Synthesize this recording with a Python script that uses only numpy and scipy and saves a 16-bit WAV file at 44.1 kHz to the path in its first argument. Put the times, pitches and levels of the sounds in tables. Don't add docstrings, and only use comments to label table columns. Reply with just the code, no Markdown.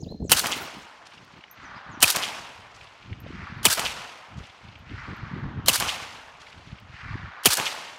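import sys
import numpy as np
from scipy import signal
from scipy.fft import rfft, irfft
from scipy.io import wavfile
from scipy.ndimage import uniform_filter1d

SR = 44100
rng = np.random.default_rng(int(sys.argv[2]) if len(sys.argv) > 2 else 0)


def unload_audio(sound):
    columns = np.transpose(np.atleast_2d(sound))
    steps = np.round(np.clip(columns, -1, 1) * 32767)
    wavfile.write(sys.argv[1], SR, steps.astype(np.int16))


def boost(x):
    u = np.asarray(x, float) / 20
    return 10 ** u


N = 351918

# (time [s], blast level [dB], hammer level [dB], low push level [dB], push pitch [Hz])
SHOTS = [
    (0.3179, -8.5, -25, -26, 141),
    (2.0269, -8.5, -36.5, -23.5, 97),
    (3.6531, -10, -36.5, -20, 137.4),
    (5.6827, -12, -30, -25.5, 136),
    (7.4575, -9, -37, -18, 121),
]
# (frequency [Hz], level per Hz [dB])
STEEL = [(120, -56.5), (200, -36), (317, -16.5), (1130, -5.5), (1500, 0.5), (2160, -9.5), (4290, -2),
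         (7460, -7), (8810, -6.5), (15300, -15.5), (16500, -35.5)]
# (frequency [Hz], level per Hz [dB])
MUZZLE = [(60, -29), (150, -9.5), (350, -8.5), (800, 1.5), (1250, 1), (1800, -3), (2600, -7.5),
          (5000, -28.5), (16000, -69)]
GRAIN_DB = 2.5


def evened(x):
    return x / np.sqrt(np.mean(x ** 2) + 1e-20)


def read(points, hz):
    f, value = np.transpose(points)
    return np.interp(np.log(hz + 1), np.log(f + 1), value)


def add(mix, s, sound):
    part = mix[round(s * SR):][:len(sound)]
    part += sound[:len(part)]


def hiss(length_s, spectrum, tilt_db=0., grain_db=0.):
    size = round(length_s * SR)
    hz = np.fft.rfftfreq(size, 1 / SR)
    grain = np.repeat(rng.uniform(-1.7, 1.7, size // 16 + 1), 16)[:size]
    raw = rng.standard_normal(size) * boost(grain_db * grain)
    colour_db = read(spectrum, hz) + tilt_db * np.log2((hz + 1) / 4000)
    return evened(irfft(rfft(raw) * boost(colour_db), size))


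def struck(t, rise, t60):
    return np.clip(t / rise, 0, 1) * boost(-60 * np.maximum(t, 0) / t60)


def pulse(hz, cycles):
    u = np.linspace(-1.5, 1.5, round(cycles * 1.5 * SR / hz))
    return np.exp(-3 * u ** 2) * np.sin(np.pi * cycles * u)


def rifle():
    # (tree line level [dB], tree line pitch [factor], crack echo level [dB])
    carry = [
        (-1.5, 0.72, -1),
        (-2.5, 0.85, -0.5),
        (-1.5, 0.84, -0.5),
        (-1.5, 0.83, 0.3),
        (-7, 1.76, 0.34),
    ]
    crack_lags = [.017, 0, 0, 0, 0]
    end_rings = [0, 2, -2, -6, -4]
    share = .7
    out, trees = bolt(), woods()
    for (s, *blow), carried, lag_s, end_db in zip(SHOTS, carry, crack_lags, end_rings):
        add(out, s - .03, shot(*blow, end_db))
        answering = share * trees + np.sqrt(1 - share ** 2) * woods()
        add(out, s, landscape(answering, *carried, lag_s))
    return out


def shot(blast_db, hammer_db, push_db, push_hz, end_db):
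    # (delay [s], level [dB])
    rattle = [
        (0, 1.5),
        (.003, -5),
        (.0065, -5),
        (.0095, -7.5),
        (.0115, -6),
    ]
    # (frequency [Hz], level per Hz [dB])
    blast = [(240, -16.5), (500, -4), (1780, -8), (3000, -3), (4400, -5), (6690, -4.5), (8450, -3),
             (10200, -5), (15300, -7), (16500, -26)]
    # (delay [s], peak level [dB], pitch
    # [Hz], length [cycles])
    rings = [(-.021, -30, 3998, 8), (-.0165, -33, 3300, 8), (-.012, -28, 2900, 9), (-.005, -24, 3000, 16),
             (.002, -9, 4430, 20), (.0022, -14, 3100, 12), (.0025, -12.5, 8040, 30), (.007, -12, 3500, 8),
             (.0115, -9, 2850, 11), (.0135, -13, 3050, 10), (.0172, -10.5, 2650, 13),
             (.0225, -27.5, 2900, 16)]
    hammer_s, primer_s, primer_db = -.0225, -.0092, -4.5
    puff_db, puff_rise_s, puff_t60_s = -8, .0077, .084
    t = np.arange(round(.25 * SR)) / SR - .03

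    ticks = sum(boost(db + 2.5 * rng.standard_normal()) * struck(t - hammer_s - delay, .0005, .011)
                for delay, db in rattle)
    ticks = ticks + .15 * (t > hammer_s) * (t < 0)
    out = boost(hammer_db + 4) * hiss(.25, STEEL, tilt_db=1.0, grain_db=GRAIN_DB) * ticks

    gas = struck(t + .0013, .0014, .074) * np.clip((.027 - t) / .0084, .25, 1)
    gas += boost(primer_db - 9.5) * struck(t - primer_s, .0028, .035) * (t < 0)
    out += boost(blast_db + 4) * hiss(.25, blast, grain_db=GRAIN_DB) * gas
    out += boost(blast_db + puff_db) * hiss(.25, MUZZLE) * struck(t + .0051, puff_rise_s, puff_t60_s)

    for (delay, db, hz, cycles), (vary, drift) in zip(rings, rng.standard_normal((len(rings), 2))):
        ring_hz = hz * (1 + .037 * drift)
        ring_db = db + 1.2 * vary + end_db * (delay > .015)
        add(out, .03 + delay - .75 * cycles / ring_hz, boost(ring_db) * pulse(ring_hz, cycles))

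    sag_hz = push_hz * (.45 + 5.1 * np.exp(-np.maximum(t, 0) / .011))
    swing = np.sin(2 * np.pi * np.cumsum(sag_hz * (t > .002)) / SR)
    return out + boost(push_db + 9.5) * swing * struck(t, .019, .077)


def bolt():
    # (delay [s], peak level [dB], tilt [dB per octave], t60 [s])
    stroke = [
        (0.0261, -19, 4, .07),
        (.031, -17, -1, 0.068),
        (0.0518, -14.5, 1, 0.026),
        (0.061, -21.5, 3.5, .03),
        (.0745, -8, 4.5, .035),
        (0.082, -10, 1.5, 0.028),
        (.094, -19, 2.5, 0.067),
    ]
    # (stroke vigour [dB], slide level [dB], slam level [dB])
    cycles = [
        (0, 2, -13),
        (4, 1.5, -8.5),
        (2, 2, -12.5),
        (-0.5, 2, -11.5),
        (1, 2.5, -9.5),
    ]
    home_delays = [.15, .1332, .1405, .117, .1128]
    home_tilt_db, home_t60_s = 2, .04
    slide_from_s, slide_to_s, slide_from_db, slide_to_db = .045, .0791, -24.5, -24
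    out, t = np.zeros(N), np.arange(round(.12 * SR)) / SR
    span = slide_to_s - slide_from_s
    scrape_db = np.interp(t, [0, span], [slide_from_db, slide_to_db]) - 3500 * np.maximum(t - span, 0)
    for (s, *_), (vigour_db, slide_db, home_db), home_s in zip(SHOTS, cycles, home_delays):
        slam = (home_s, home_db - vigour_db, home_tilt_db, home_t60_s)
        for delay, db, tilt_db, t60 in stroke + [slam]:
            knock = hiss(.12, STEEL, tilt_db, GRAIN_DB) * struck(t, .0008, t60)
            add(out, s + delay, boost(db + vigour_db - 9.0) * knock)
        scrape = np.clip(t / .0031, 0, 1) * hiss(.12, STEEL, grain_db=GRAIN_DB)
        add(out, s + slide_from_s, boost(scrape_db + slide_db) * scrape)
    return out


def landscape(clicks, line_gain_db, line_pitch, crack_gain_db, lag_s):
    # (delay [s], level [dB], build-up [s], fade [dB per s])
    muzzle_stands = [(.02, -32, 0.023, 248), (.123, -26, 0.0076, 198), (.19, -30.5, 0.15, 500),
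                     (.21, -34.5, 0.032, 45), (.31, -41.5, 0.088, 56.5), (.5, -49, .2, 7),
                     (1.7, -49, .2, 41), (2, -59, .3, -0.8)]
    # (delay [s], level [dB], build-up [s], fade [dB per s], treble loss [dB per octave])
    crack_stands = [(.02, -30.5, .02, 36.5, 4), (.123, -29.5, 0.019, 62.5, 5),
                    (0.204, -25.5, 0.023, 198, 7.5), (.32, -37, 0.091, 77, 10), (.44, -61, 0.08, 57, 3),
                    (0.731, -51, .03, 8.5, 9.5), (1.26, -51, 0.065, 14, 14.5), (1.449, -50, 0.18, 32.5, 16),
                    (2, -51.5, 0.32, 8.5, 31)]
    # (frequency [Hz], level per Hz [dB])
    crack_colour = [(400, -36), (1200, -30.5), (2000, -1), (2900, 0.5), (3700, -3), (5000, -0.5), (8000, 1),
                    (14000, 3), (16500, -6.5)]
    # (delay [s], gain [dB], centre [Hz])
    clumps = [(.441, 4.5, 2810), (.635, -1, 2500), (.722, 12, 6000), (.736, 9.5, 6070), (.507, 2, 6000),
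              (.787, 13, 2200), (.803, 7, 3480), (.846, 11.5, 2700), (.815, 7, 7030), (1.003, 10, 2850),
              (1.036, 8, 2700), (.99, 6, 6240), (1.075, 9.5, 2300), (1.105, 19, 2300), (1.17, -6, 4000),
              (1.184, -18, 3470), (1.198, -8, 3980), (0.691, 6, 5900), (.95, -4, 3000), (1.243, 9, 2800),
              (1.276, 1, 2300)]
    # (delay [s], level [dB], pitch [factor])
    tree_line = [(1.17, -59.5, 1.5), (1.25, -51.5, 1.65), (1.31, -45.5, 1.55), (1.4, -41, 1.4),
                 (1.5, -42.5, 1.3), (1.699, -42, 1.25), (2, -46, 1), (2.6, -66.5, 0.62),
                 (3.401, -68.5, 0.52)]
    # (frequency [Hz], level per Hz [dB])
    far_colour = [(250, -34.5), (550, -8.5), (780, -2.5), (1000, 3.5), (1500, 2.5), (2000, -2), (2700, -16),
                  (4000, -17), (16000, -70)]
    # (delay [s], peak level [dB], pitch [Hz], length [cycles])
    echoes = [(0.127, -13.5, 1000, 1.3), (.133, -20.5, 990, 3.3), (0.143, -16, 7000, 4.1),
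              (0.142, -10.5, 2700, 2.4), (0.143, -31, 162, 1.8), (.143, -16, 900, 1.4),
              (.169, -24, 1000, 2.9), (.18, -23, 900, 3), (.222, -26, 2800, 4.6), (.193, -25, 1100, 2),
              (.1995, -14, 4500, 3), (0.204, -17, 2870, 5.2), (0.2101, -14, 3200, 5.3),
              (0.215, -15, 3000, 4), (0.26, -25, 3360, 5), (.26, -35, 5500, 8)]
    deeper_db_per_s = 10
    patch_db, patch_bins, patch_frames = 1.5, 3, 9

    hz, t, (low, high, far) = signal.stft(clicks, SR, nperseg=256, noverlap=192)
    late = t - lag_s * np.clip((t - .5) / .2, 0, 1)
    muzzle, crack = scattered(muzzle_stands, t), scattered(crack_stands, late)
    muzzle_db, crack_db = 10 * np.log10(muzzle.sum(0)), 10 * np.log10(crack.sum(0))
    near, *_, dull_db = np.transpose(crack_stands)[:, :, None]
    dull_db = dull_db + deeper_db_per_s * np.maximum(t - near, 0)
    loss_db = (dull_db * crack).sum(0) / crack.sum(0)
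    for at, db, clump_hz in clumps:
        colour = np.exp(-np.log2((hz + 1) / clump_hz) ** 2)
        moment = np.exp(-((late - at) / .005) ** 2)
        crack_db = crack_db + (db + 1.7 * rng.standard_normal()) * np.outer(colour, moment)
    delay, line_db, pitch = np.transpose(tree_line)
    line_db = np.interp(t, delay, line_db, left=-120) + line_gain_db
    line_hz = hz[:, None] / (np.interp(t, delay, pitch) * line_pitch)
    air_loss_db = np.outer(np.maximum(np.log2((hz + 1) / 3000), 0) ** 1.64, loss_db)

    z = low * boost(read(MUZZLE, hz)[:, None] + muzzle_db + 10.5)
    z += high * boost(read(crack_colour, hz)[:, None] + crack_db + crack_gain_db + 6.5 - air_loss_db)
    z += far * boost(read(far_colour, line_hz) + line_db + 11.5)
    patches = rng.standard_normal(z.shape[::-1]).T
    patches = uniform_filter1d(uniform_filter1d(patches, patch_bins, 0), patch_frames, 1)
    z *= boost(patch_db * evened(patches) - 1)
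    back = signal.istft(z, SR, nperseg=256, noverlap=192)[1]
    for delay, db, echo_hz, cycles in echoes:
        echo = boost(db + .38 * rng.standard_normal()) * pulse(echo_hz, cycles)
        add(back, delay - cycles * .708 / echo_hz, echo)
    return back


def scattered(stands, t):
    at, db, rise, fade_db = np.transpose(stands)[:4, :, None]
    return boost(db - 20 * np.maximum(at - t, 0) / rise - fade_db * np.maximum(t - at, 0)) ** 2


def woods():
    return np.array([trunks(2500, 1.9), trunks(6000, 2.5), trunks(1400, 2.2)])


def trunks(per_s, spread_db):
    rows_db = 1.2
    size = round(3.4 * SR)
    clicks = boost(spread_db * np.minimum(rng.exponential(1, size), 3.2)) * (rng.random(size) < per_s / SR)
    rows = evened(uniform_filter1d(uniform_filter1d(rng.standard_normal(size), 200), 200))
    return evened(clicks * rng.choice([-1., 1.], size) * boost(rows_db * rows))


def glints():
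    # (time [s], peak level [dB], pitch [Hz])
    flicks = [(.008, -37, 400), (.027, -40, 750), (.074, -38, 560), (.104, -42, 600), (.123, -42, 850),
              (.145, -41, 700), (.205, -38, 560), (.22, -34, 540), (.226, -39, 790), (.252, -31, 510),
              (.281, -42, 600), (.5217, -15, 7200), (1.44, -34, 1900), (1.482, -41, 2200),
              (3.13, -33, 2060), (3.266, -33, 560), (4.927, -35, 2200), (7.143, -32, 1700)]
    out = np.zeros(N)
    for s, db, hz in flicks:
        add(out, s - 3 / hz, boost(db) * pulse(hz, 4))
    return out


def cases():
    # (time [s], peak level [dB], ring pitch [Hz], ring t60 [s], click against ring [dB])
    ringing = [
        (1.512, -42, 12780, 0.074, -8),
        (3.202, -49.5, 12980, 0.059, 0),
        (4.7884, -67, 12240, 0.052, -1.5),
        (5.1637, -64, 12300, 0.054, -1),
        (5.395, -76, 12200, 0.06, -5.5),
    ]
    # (time [s], peak level [dB], ring pitch [Hz], ring t60 [s], click against ring [dB])
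    dull = [(1.249, -59, 11600, 0.0062, 3), (3.5794, -64, 13200, 0.0037, 2.7),
            (6.7999, -59, 12900, 0.005, 3.7)]
    click_colour = [(2500, -30), (6000, -7), (13000, -7.0), (16500, -3.5)]  # (Hz, dB per Hz)
    out, t = np.zeros(N), np.arange(round(.15 * SR)) / SR
    for s, db, hz, t60, click_db in ringing + dull:
        ring = np.sin(2 * np.pi * hz * t) + .5 * np.sin(2 * np.pi * (hz + 55) * t)
        click = hiss(.15, click_colour) * struck(t, .00025, .012)
        add(out, s, boost(db) * (ring * struck(t, .00072, t60) + boost(click_db) * click))
    return out


def birds():
    # (time [s], pitch [Hz], level [dB])
    calls = [
        [(0, 4200, -69), (.035, 4200, -70)],
        [(0, 5600, -53), (.008, 7200, -53)],
        [(.008, 5330, -54), (.022, 7350, -46)],
        [(.024, 5640, -51), (.038, 4800, -48), (.053, 2400, -58)],
        [(.058, 2444, -31), (.075, 3500, -58), (.095, 4096, -46), (.14, 4230, -53), (.18, 4164, -63),
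         (.295, 4200, -69)],
        [(1.18, 5230, -72), (1.22, 5610, -68), (1.245, 6760, -69)],
        [(1.46, 5330, -70.5), (1.5, 5780, -62), (1.53, 6700, -54)],
        [(1.608, 5870, -64.5), (1.622, 9040, -73.5), (1.632, 7200, -68), (1.655, 6100, -56), (1.68, 5500, -60)],
        [(1.745, 4300, -63.5), (1.764, 5180, -54.5), (1.78, 4480, -59.5)],
        [(1.892, 5700, -64), (1.905, 9000, -79), (1.915, 7040, -61), (1.94, 6000, -54), (1.97, 5520, -60)],
    ]
    # (time [s], pitch [Hz], level [dB])
    far_call = [(.06, 1800, -80), (.1, 1760, -74.5), (.14, 1700, -83), (.19, 1770, -73.5),
                (.24, 1650, -81.5)]
    # (time [s], pitch [Hz], level [dB])
    trill = [(.235, 7260, -72.5), (.25, 7285, -56.5), (.272, 7200, -54.5), (.284, 6000, -49.5),
             (.297, 5300, -48.5)]
    trill_hz, trill_depth_hz = 130, 700
    out = np.zeros(N)
    for rows in calls + [far_call, trill]:
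        s, hz, db = np.transpose(rows)
        t = np.arange(s[0], s[-1], 1 / SR)
        pitch = np.interp(t, s, hz)
        if rows is trill:
            depth = trill_depth_hz * np.clip((s[3] - t) / .02, .15, 1)
            pitch = pitch + depth * np.sin(2 * np.pi * trill_hz * t)
        whistle = np.sin(2 * np.pi * np.cumsum(pitch) / SR) * signal.windows.tukey(len(t), .2)
        add(out, s[0], boost(np.interp(t, s, db)) * whistle)
    flutter = evened(uniform_filter1d(rng.standard_normal(N), 350))
    out = out * boost(3.5 * flutter - 1.5)
    t = np.arange(SR // 4) / SR
    leaves = rng.standard_normal(len(t)) * struck(t, .01, .43)
    return out + boost(-8.0) * signal.fftconvolve(out, leaves / np.linalg.norm(leaves))[:N]


def wind():
    # (start [s], length [s], level [dB], brightness [dB per octave])
    gust_table = [(.0, 0.14, -35, 2.5), (0.212, 0.14, -31, 1), (0.422, 0.2, -38, 8.5),
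                  (0.736, 0.061, -46, 6), (1.17, 0.094, -51.5, 1.5), (1.33, 0.057, -54, 4),
                  (1.473, 0.031, -61, 5), (1.58, 0.18, -49.5, -0.5), (1.896, 0.14, -46, -0.5),
                  (2.123, 0.37, -53, 0.5), (2.583, .05, -49.5, -11), (2.761, 0.082, -47, -10),
                  (3.075, 0.37, -38, -4), (3.505, 0.18, -40.5, -3.5), (3.76, 0.24, -45, -4.5),
                  (4.356, 0.053, -37, -3), (4.65, 0.084, -42.5, -4.5), (4.811, .25, -42, -8.5),
                  (4.904, 0.036, -38, 0.5), (5.083, 0.037, -37, 1.5), (5.195, 0.041, -33.5, -5),
                  (5.318, 0.17, -31.5, -2.5), (5.533, 0.14, -31, -3.5), (5.81, 0.036, -33.5, -5),
                  (5.894, 0.25, -49.5, -3.5), (6.234, 0.18, -56.5, -8.5), (6.545, 0.057, -47.5, -4),
                  (6.676, 0.041, -39.5, -4.5), (6.834, 0.11, -44, -8), (7.049, 0.2, -36, -9)]
    # (frequency [Hz], level per Hz [dB])
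    gust_colour = [(20, -30), (32, -17.5), (50, -9), (80, 1.5), (140, -4), (220, -4), (400, -13),
                   (800, -34), (1600, -74)]
    # (time [s], peak level [dB], pitch [Hz])
    pops = [(0.025, -23.5, 138), (0.072, -36, 129), (0.122, -27.5, 448), (0.146, -33, 188),
            (0.201, -28, 221), (0.222, -22, 150), (0.249, -25, 284), (0.767, -35, 227), (1.225, -43, 156.5),
            (1.334, -43, 172.6), (1.762, -43, 175), (1.973, -34, 258.7), (3.076, -38.5, 156),
            (3.26, -34, 168.5), (3.304, -29.5, 283), (3.333, -30.5, 150), (3.393, -34, 137),
            (3.52, -29, 155), (3.585, -37, 132), (4.375, -28.5, 132.8), (4.646, -37.5, 152),
            (5.104, -28, 130.5), (5.311, -34, 151), (5.333, -22, 145.3), (5.42, -34, 122.4),
            (5.436, -22, 141.3), (6.723, -29, 139), (7.103, -28, 115), (7.153, -27, 253.6),
            (7.225, -35, 112)]
    rise_db_per_s, fall_db_per_s = 299, 250
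    lull_db, lull_bright_db = -65.5, .5
    frames, hz = N // 128 + 9, np.fft.rfftfreq(1024, 1 / SR)
    t = np.arange(frames) * 128 / SR
    s, length, db, bright_db = np.transpose(gust_table)[:, :, None]
    before, after = np.maximum(s - t, 0), np.maximum(t - s - length, 0)
    gusts = boost(db - rise_db_per_s * before - fall_db_per_s * after) ** 2
    lull = boost(lull_db) ** 2
    power = gusts.sum(0) + lull
    a, b = rng.standard_normal((frames, 513, 2)).T
    brightness = ((gusts * bright_db).sum(0) + lull_bright_db * lull) / power
    reach_db = np.outer(np.log2((hz + 40) / 100), brightness)
    spectrum = (a + 1j * b) * boost(read(gust_colour, hz)[:, None] + reach_db)
    rumble = signal.istft(spectrum, nperseg=1024, noverlap=896)[1][:N]
    rumble /= np.sqrt(uniform_filter1d(rumble ** 2, 6000) + 1e-20)
    swell = evened(uniform_filter1d(uniform_filter1d(rng.standard_normal(N), 500), 500))
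    lumps = boost(4.5 * np.minimum(swell, 1.4))
    strength = np.interp(np.arange(N) / SR, t, np.sqrt(power))
    out = strength * boost(-3.0) * rumble * evened(lumps)
    for (at, pop_db, pop_hz), sign in zip(pops, rng.choice([-1., 1.], len(pops))):
        add(out, max(at - .665 / pop_hz, 0), sign * boost(pop_db + 1.0) * pulse(pop_hz, 2.077))
    return out


def field():
    # (frequency [Hz], level per Hz [dB])
    air_colour = [(600, -25.5), (1100, -4), (1800, -7), (2600, -8), (4200, -2.5), (6500, -7), (9000, -31),
                  (13000, -29), (16500, -39)]
    return boost(-70) * hiss(N / SR, air_colour)[:N]


def scene():
    return (rifle() + glints() + cases() + birds() + wind() + field())[None]


def band_limit(x):
    return signal.sosfilt(signal.butter(12, 16970, fs=SR, output="sos"), x)


def record(dry):
    port = signal.sosfilt(signal.butter(2, 40, "high", fs=SR, output="sos"), dry)
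    limited = 1.06 * np.tanh(port / 1.105)
    edge = signal.firwin(401, 15950, window=("kaiser", 8), fs=SR)
    return band_limit(signal.oaconvolve(limited, edge[None], "same"))


dry = scene()
out = record(dry)
unload_audio(out)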